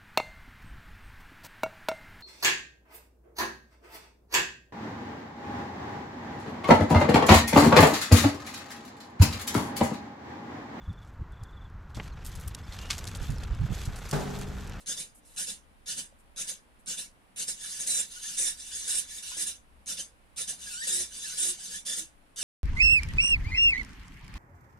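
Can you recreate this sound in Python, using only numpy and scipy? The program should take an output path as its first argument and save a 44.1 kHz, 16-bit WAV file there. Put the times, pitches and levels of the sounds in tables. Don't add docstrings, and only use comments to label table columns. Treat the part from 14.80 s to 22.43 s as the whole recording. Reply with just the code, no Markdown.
import sys
import numpy as np
from scipy import signal
from scipy.fft import rfft, irfft
from scipy.io import wavfile
from scipy.ndimage import map_coordinates

SR = 44100
rng = np.random.default_rng(int(sys.argv[2]) if len(sys.argv) > 2 else 0)


def bounce(signal):
    frames = np.transpose(np.atleast_2d(signal))
    limited = np.clip(frames, -1, 1)
    pcm = np.round(limited * 32767).astype(np.int16)
    wavfile.write(sys.argv[1], SR, pcm)


N = 336483
TIME = np.arange(N) / SR


def from_db(db):
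    return 10 ** (np.asarray(db) / 20)


def unit_rms(x):
    return x / np.sqrt(np.mean(np.abs(x) ** 2) + 1e-20)


def over_time(rows):
    times, *columns = np.transpose(rows)
    return [np.interp(TIME, times, column) for column in columns]


def over_frequency(rows, hz):
    points_hz, values = np.transpose(rows)
    return np.interp(np.log(hz), np.log(points_hz), values)


def drift(rate_hz, spread_db=None):
    pole = np.exp(-64 * np.pi * rate_hz / SR)
    noise = rng.standard_normal(N // 32 + 1002)
    slow = unit_rms(signal.lfilter([1], [1, -2 * pole, pole * pole], noise)[1000:])
    if spread_db is not None:
        slow = from_db(spread_db * slow)
    return np.interp(np.arange(N) / 32, np.arange(len(slow)), slow)


def resonate(x, hz, width_hz):
    pole = np.exp(-np.pi * width_hz / SR)
    feedback = [1, -2 * pole * np.cos(2 * np.pi * hz / SR), pole * pole]
    return signal.lfilter(np.array([1, 0, -1]) * (1 - pole * pole) / 2, feedback, x)


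def room(x, right_lag_samples=0, tail_db=-1.5, t60_s=0.098):
    t = np.arange(SR // 3) / SR
    response = rng.standard_normal((2, len(t))) * from_db(-60 * t / t60_s) * (t > .002)
    response *= from_db(tail_db) / np.sqrt(np.sum(response ** 2, axis=1, keepdims=True))
    response[[0, 1], [0, right_lag_samples]] += 1
    response /= np.sqrt(1 + from_db(2 * tail_db))
    return signal.fftconvolve(np.broadcast_to(x, (2, N)), response, axes=1)[:, :N]


# f/Hz, relative level/dB
NOISE_SPECTRUM = [(12, -27), (20, 1.5), (33, -12), (50, -12), (70, -14.5), (146, -21.5), (197, -18.5),
                  (297, -19.5), (331, -25), (412, -25), (472, -23), (986, -24.5), (1410, -27), (2630, -31),
                  (6300, -44), (10000, -35), (13500, -45.5)]
# f/Hz, likeness (1 the same, -1 opposite)
NOISE_LIKENESS = [(60, 0.37), (300, 0.57), (700, 0.047), (1400, -0.33), (3000, 0.035)]

def rumble_and_hiss():
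    hz = np.maximum(np.fft.rfftfreq(N, 1 / SR), 1)
    shared, opposed = rfft(rng.standard_normal((2, N))) * from_db(over_frequency(NOISE_SPECTRUM, hz))
    alike = over_frequency(NOISE_LIKENESS, hz)
    spectrum = np.sqrt(1 + alike) * shared + np.sqrt(1 - alike) * opposed * [[1], [-1]]
    return from_db(-60.5) * unit_rms(irfft(spectrum, N))


def rough_tone(phase, width_hz, steady):
    loose = 1 - steady
    return (steady + loose * drift(width_hz)) * np.cos(phase) + loose * drift(width_hz) * np.sin(phase)


# t/s, level/dB
HUM_LEVELS = [(0.0, -68), (0.53, -74), (1.13, -66.5), (2.44, -90), (2.72, -72), (3.29, -75), (3.78, -61),
              (4.18, -64.5), (6.06, -69), (6.14, -67.5), (6.35, -60), (6.78, -101), (6.95, -67),
              (7.63, -79)]

def low_hum(hz=60.5):
    tone = rough_tone(2 * np.pi * hz * TIME, width_hz=5.8, steady=0.12)
    return from_db(over_time(HUM_LEVELS)[0]) * unit_rms(tone)


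def tooth_clicks(clicks_per_s=5000, spread_db=1.4):
    sizes = from_db(spread_db * np.minimum(rng.exponential(1, N), 5)) * rng.choice([-1, 1], N)
    touching = rng.random(N) < clicks_per_s / SR
    return unit_rms(sizes * touching * drift(146.5, 0.4) * drift(25, 1.2))


# start/s, end/s, level/dB
TWITCHES = [(0, 0.02, -58), (0.352, 0.384, -57), (0.454, 0.558, -59.5), (1.39, 1.403, -64.5),
            (1.994, 2.004, -66), (3.284, 3.285, -51)]

def twitches():
    high_band = signal.butter(2, [7500, 11500], "band", fs=SR, output="sos")
    thin = signal.sosfilt(high_band, tooth_clicks())
    effort = sum(from_db(db) * np.interp(TIME, [start - .008, start, end, end + 0.028], [0, 1, 1, 0])
                 for start, end, db in TWITCHES)
    return effort * unit_rms(np.array([thin, thin[::-1]]))


# start/s, length/s, spin-up/s, chatter/dB, shake/dB, first mesh rate/Hz, last mesh rate/Hz, whine/dB
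BURSTS = [ (0, 0.0089, 0.0018, -60, -92, 1420, 1470, -2),
          (.056, 0.065, 0.014, -34.5, -53, 1620, 1570, -0.5),
          (.158, 0.047, 0.0081, -35.5, -54, 1230, 1260, -10), (0.399, .145, 0.067, -59, -76, 1310, 1480, 1),
          (0.558, 0.067, 0.011, -35, -57, 1550, 1500, -4.5),
          (.657, 0.042, 0.0092, -35.5, -51.5, 1600, 1360, -5.5),
          (1.055, 0.071, 0.011, -35, -56.5, 1540, 1510, -5),
          (1.157, 0.038, 0.0083, -36.5, -52, 1580, 1640, -5.5),
          (1.555, 0.064, 0.014, -35.5, -57, 1580, 1390, -2),
          (1.661, 0.036, 0.0073, -35, -58, 1440, 1600, -7),
          (2.058, 0.069, 0.011, -35.5, -57, 1580, 1550, -3),
          (2.16, 0.038, 0.011, -35, -55.5, 1270, 1400, -3.5),
          (2.555, 0.067, 0.014, -35, -57, 1600, 1520, -0.5),
          (2.666, 0.031, 0.0079, -33, -52, 1500, 1400, -12),
          (2.75, 0.15, 0.044, -38.5, -67, 1970, 1430, -4), (2.9, 0.079, 0.011, -39.5, -69, 1680, 1640, -5),
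          (2.987, 0.047, 0.0036, -35.5, -58, 1700, 1800, -20),
          (3.056, 0.15, 0.0057, -31.5, -55.5, 2200, 2300, -5),
          (3.27, 0.13, 0.026, -44.5, -79, 1460, 1380, -3),
          (3.4, 0.15, 0.017, -38.5, -67.5, 1850, 1500, -4.5),
          (3.559, .13, 0.0094, -31, -58, 1890, 1890, -9), (3.75, 0.2, 0.029, -43, -74, 1860, 1650, -0.5),
          (3.905, 0.17, 0.0085, -39.5, -65, 1940, 1750, -7),
          (4.061, 0.13, 0.0094, -31.5, -59, 1460, 2040, -21),
          (4.254, 0.13, 0.029, -40.5, -70.5, 1930, 1760, -5),
          (4.42, 0.13, 0.0022, -40, -70, 1700, 1180, -5.5),
          (4.559, 0.067, 0.0069, -33, -55, 1300, 2030, -12.5),
          (4.649, 0.04, 0.009, -34, -56, 1470, 1380, -9),
          (5.056, 0.067, 0.014, -35, -56.5, 1320, 1500, -3.5),
          (5.163, 0.034, 0.0097, -35, -55, 1300, 1680, -4),
          (5.558, 0.061, 0.01, -35.5, -56.5, 1600, 1290, -1.5),
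          (5.664, 0.034, .012, -33.5, -51.5, 1200, 1360, -6),
          (5.76, 0.17, 0.044, -39.5, -66.5, 1550, 1590, -0.5),
          (5.93, 0.07, 0.0049, -44, -75, 1380, 1590, -10), (6, 0.022, 0.0098, -41, -66, 1530, 1580, -1.5),
          (6.021, .035, 0.0053, -38, -61.5, 1920, 1780, -5),
          (6.064, 0.16, 0.0036, -32.5, -57, 1720, 2010, -4),
          (6.275, 0.16, 0.033, -41.5, -65.5, 1400, 1320, -3),
          (6.417, 0.14, 0.0092, -39.5, -65.5, 1670, 1640, -2.5),
          (6.562, 0.14, 0.008, -31.5, -58.5, 1730, 1930, -16),
          (6.749, 0.16, .03, -42.5, -66, 1680, 1860, -4.5),
          (6.892, 0.062, 0.013, -37, -59.5, 1550, 1600, 0),
          (7.046, 0.1, 0.011, -35.5, -58.5, 2020, 1600, -0.5),
          (7.151, 0.041, 0.0098, -33, -51.5, 2130, 2200, -12),
          (7.556, 0.091, 0.011, -36, -61.5, 1920, 1120, 0.5)]

def burst_loudness(levels_db, driven_db_per_s, coast_db_per_s, stopped_db=-96):
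    power = np.full(N, from_db(2 * stopped_db))
    for (start, length, spin_up, *_), db in zip(BURSTS, levels_db):
        at = round(start * SR)
        age = np.arange(min(SR // 2, N - at)) / SR
        rise = (1 - np.exp(-age / spin_up)) ** 2.1
        driven_db = driven_db_per_s * np.minimum(age, length)
        coast_db = coast_db_per_s * np.maximum(age - length, 0)
        power[at:at + len(age)] += (from_db(db + driven_db + coast_db) * rise) ** 2
    return 10 * np.log10(power)


def motor_drive(start_dip=.25, catch_up_s=.02):
    start, length, _, chatter, shake, first_hz, last_hz, whine = np.transpose(BURSTS)
    chatter_db = burst_loudness(chatter, driven_db_per_s=-8, coast_db_per_s=-310)
    shake_db = burst_loudness(shake, driven_db_per_s=20.5, coast_db_per_s=-266)
    shake_db += 1.5 * drift(15)
    points = sorted([*zip(start, first_hz, whine), *zip(start + length, last_hz, whine)])
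    mesh_hz, whine_db = over_time(points)
    age = TIME - start[np.searchsorted(start, TIME, "right") - 1]
    mesh_hz *= 1 - start_dip * np.exp(-age / catch_up_s)
    return chatter_db, shake_db, mesh_hz, whine_db


WHINE_HARMONICS = [-6, -5, -3, -5, -8]

def rough_whine(phase, width_hz=150):
    out = np.zeros(N)
    for multiple, db in enumerate(WHINE_HARMONICS, 1):
        gain = from_db(db) * drift(19, spread_db=2)
        out += gain * rough_tone(multiple * phase, np.sqrt(multiple) * width_hz, steady=0.088)
    return from_db(-2.5) * out


def sway(x, delay_s=.0004):
    at = np.arange(N) - delay_s * SR * drift(rate_hz=7)
    return np.array([map_coordinates(side, [at], order=2, mode="nearest") for side in x])


# f/Hz, width/Hz, relative level/dB, left minus right/dB
CASE_RINGS = [(1044, 150, -30, -2.5), (1450, 115, -18, 2.5), (1750, 270, -16, -2.5), (2313, 370, -13, -1),
              (2677, 570, -11.5, 0.5), (3623, 140, -6, -1.5), (4003, 225, -9, -2), (4910, 980, -10, 0),
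              (5694, 270, -8, -6.5), (6363, 434, -1.5, 2.5), (6550, 410, -0.5, 4), (6590, 330, -3.5, 4.5),
              (7350, 200, -2, -5), (7630, 160, -3, -1), (8120, 640, -4, 1.5), (9050, 310, -8, -15),
              (9020, 280, 0.5, 3.5), (9310, 430, 1, -4.5), (10090, 530, -5.5, 3.5), (10385, 580, -6.5, 4),
              (11190, 580, -13.5, 3), (12140, 910, -17, 7), (13430, 530, -12.5, 1)]
USUAL_CHATTER_DB = -35

def servo(chatter_db, mesh_hz, whine_db, pinion_teeth=7.9):
    wobble = 1 + .032 * drift(25.09)
    phase = 2 * np.pi * np.cumsum(mesh_hz * wobble) / SR
    load = from_db(chatter_db) * (1 + 0.02 * np.cos(phase / pinion_teeth))
    hits = load * (tooth_clicks() + from_db(whine_db) * rough_whine(phase)) + snaps()
    treble_gain = from_db(0.81 * np.clip(chatter_db - USUAL_CHATTER_DB, -3, 6))
    out = np.zeros((2, N))
    for k, (hz, width_hz, db, side_db) in enumerate(CASE_RINGS):
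        ring = resonate(hits, hz, width_hz) * drift(18.7, spread_db=2.6) * (-1) ** k
        if 7200 < hz < 10040:
            ring *= treble_gain
        out += ring * from_db([[db + side_db / 2], [db - side_db / 2]])
    return from_db(10) * sway(out)


# f/Hz, width/Hz
HOLLOWS = [(2100, 90), (2540, 137), (3250, 46), (4420, 260)]

def hollow_out(x, depth=.8):
    for hz, width_hz in HOLLOWS:
        x = x - depth * resonate(x, hz, width_hz)
    return x


# f/Hz, width/Hz, relative level/dB
BENCH_RINGS = [(146.6, 12.5, -1.5), (185.7, 26, 3), (294, 102, -4.5), (332, 64, -2.5), (491, 46, -1),
               (600, 280, -11.5)]

def bench_shake(shake_db, chatter_db):
    push = rng.standard_normal(N)
    rings = [from_db(db) * resonate(push, hz, width_hz) * (-1) ** k
             for k, (hz, width_hz, db) in enumerate(BENCH_RINGS)]
    brightness = from_db(.5 * np.clip(chatter_db - USUAL_CHATTER_DB, -8, 8))
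    return from_db(shake_db) * unit_rms(sum(rings[:2]) / brightness + sum(rings[2:]) * brightness)


# t/s, force/dB
SNAPS = [(0.0605, -35), (0.562, -35), (1.060, -41), (1.561, -37), (2.060, -39), (2.561, -36), (2.681, -24),
         (3.074, -21), (5.06, -36), (5.561, -39), (6.0734, -27.5), (7.5606, -37)]

def snaps(t60_s=0.0062):
    out, age = np.zeros(N), np.arange(SR // 50) / SR
    for start, db in SNAPS:
        at = round(start * SR)
        out[at:at + len(age)] += from_db(db - 60 * age / t60_s) * rng.standard_normal(len(age))
    return out


# start/s, end/s, first mesh rate/Hz, last mesh rate/Hz, then level/dB of multiples 1 to 5
EVEN_RUNS = [(1.084, 1.11, 1430, 1440, -53, -64, -64, -66, -66),
             (3.093, 3.189, 2000, 1955, -71, -41, -39, -58, -60),
             (0.068, 0.123, 1518, 1670, -53.5, -56, -59, -58, -58),
             (0.575, 0.644, 1395, 1600, -58, -67, -62, -52, -58),
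             (3.36, 3.385, 1450, 1450, -51, -56, -70, -70, -70),
             (4.522, 4.6, 1424, 1800, -54.5, -53, -57.5, -54, -62),
             (4.658, 4.69, 1650, 1800, -53, -65, -57, -66, -58),
             (5.865, 5.894, 1667, 1630, -47, -60, -47, -60, -60),
             (5.9, 5.93, 1554, 1400, -54, -58, -52, -60, -54),
             (5.934, 5.981, 1408, 1460, -50.5, -57, -57, -58, -43),
             (5.972, 6.023, 1477, 1610, -50, -57, -48.5, -56, -40),
             (6.016, 6.042, 1743, 1920, -39.5, -53, -49, -57, -66),
             (6.038, 6.061, 1920, 1800, -44, -59, -49, -45, -60),
             (6.074, 6.115, 1725, 1880, -51, -43, -62, -42, -58),
             (6.116, 6.196, 1859, 2010, -54, -42.5, -61, -33, -45),
             (6.442, 6.462, 1750, 1720, -44, -56, -44, -56, -60),
             (7.08, 7.147, 1720, 1810, -47, -55, -62, -60, -60),
             (6.938, 6.973, 1720, 1784, -47, -71, -60, -64, -66),
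             (6.462, 6.537, 1606, 1480, -52, -59, -61, -62, -58),
             (6.576, 6.605, 1600, 1860, -69, -50, -63, -51, -54),
             (6.605, 6.65, 1829, 1920, -58, -46, -61, -32, -50),
             (6.649, 6.717, 1945, 2050, -64, -52, -54, -46, -54)]

def clean_whine(fade_s=.006):
    out = np.zeros(N)
    wobble = 1 + .007 * drift(45)
    flutter = [drift(62, spread_db=2) for _ in range(5)]
    for start, end, first_hz, last_hz, *levels_db in EVEN_RUNS:
        span = np.arange(round((start - fade_s) * SR), round((end + fade_s) * SR))
        mesh_hz = np.interp(span / SR, [start, end], [first_hz, last_hz]) * wobble[span]
        phase = 2 * np.pi * np.cumsum(mesh_hz) / SR
        fade = np.clip(np.minimum(span - span[0], span[-1] - span) / (2 * fade_s * SR), 0, 1)
        for k, db in enumerate(levels_db):
            out[span] += fade * np.sqrt(2) * from_db(db) * flutter[k][span] * np.sin((k + 1) * phase)
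    return out


# t/s, level/dB, f/Hz
KNOCKS = [(0.588, -44.5, 767), (1.324, -51, 553.2), (1.715, -46, 538.5), (4.515, -43, 1021),
          (4.564, -45.5, 500.7), (5.153, -52, 519), (5.728, -45, 755), (6.069, -41, 522.3),
          (6.787, -47.5, 774)]

def joint_knocks(t60_s=.035, attack_s=0.0028):
    out, age = np.zeros(N), np.arange(SR // 8) / SR
    for start, db, hz in KNOCKS:
        at = round(start * SR)
        grit = unit_rms(resonate(rng.standard_normal(len(age)), hz, width_hz=hz))
        envelope = from_db(db - 60 * age / t60_s) * np.minimum(age / attack_s, 1)
        out[at:at + len(age)] += envelope * (np.sin(2 * np.pi * hz * age) + .3 * grit)
    return out


# start/s, end/s, f/Hz, level/dB
FULL_SPEED_RUNS = [(3.6, 3.642, 356, -60), (4.584, 4.633, 321, -56), (6.122, 6.225, 357.5, -49),
                   (6.616, 6.728, 359.2, -51), (6.617, 6.699, 309, -55.5), (7.182, 7.237, 319, -53)]

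def motor_hum():
    out = np.zeros(N)
    for start, end, hz, db in FULL_SPEED_RUNS:
        swell = np.interp(TIME, [start - .02, start, end, end + 0.013], [0.013, 0.63, 1, 0.00187])
        out += from_db(db) * swell * np.sin(2 * np.pi * hz * TIME)
    return out


def scene():
    chatter_db, shake_db, mesh_hz, whine_db = motor_drive()
    bench = bench_shake(shake_db, chatter_db) + motor_hum()
    out = rumble_and_hiss() + twitches()
    out += room(bench + joint_knocks(), tail_db=-7)
    out += low_hum()
    first_servo = room(servo(chatter_db, mesh_hz, whine_db), right_lag_samples=1)
    load_db = np.minimum(chatter_db - USUAL_CHATTER_DB, 0)
    second_hz = 1904 * from_db(0.5 * load_db)
    second_whine_db = -11.5 - 0.5 * load_db
    second_servo = room(servo(chatter_db, second_hz, second_whine_db), right_lag_samples=9)
    out += hollow_out(first_servo + second_servo)
    return out + room(clean_whine(), right_lag_samples=9, tail_db=-9.5)


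def record(dry, whistle_hz=15440, cutoff_hz=15750):
    whistle = resonate(resonate(dry, whistle_hz, 110), whistle_hz, 110)
    dulled = signal.sosfilt(signal.butter(8, 12000, fs=SR, output="sos"), dry)
    heard = dulled + from_db(-20) * dry + from_db(9) * whistle
    return signal.sosfilt(signal.ellip(12, .5, 70, cutoff_hz, fs=SR, output="sos"), heard)


dry = scene()
out = record(dry)
bounce(out)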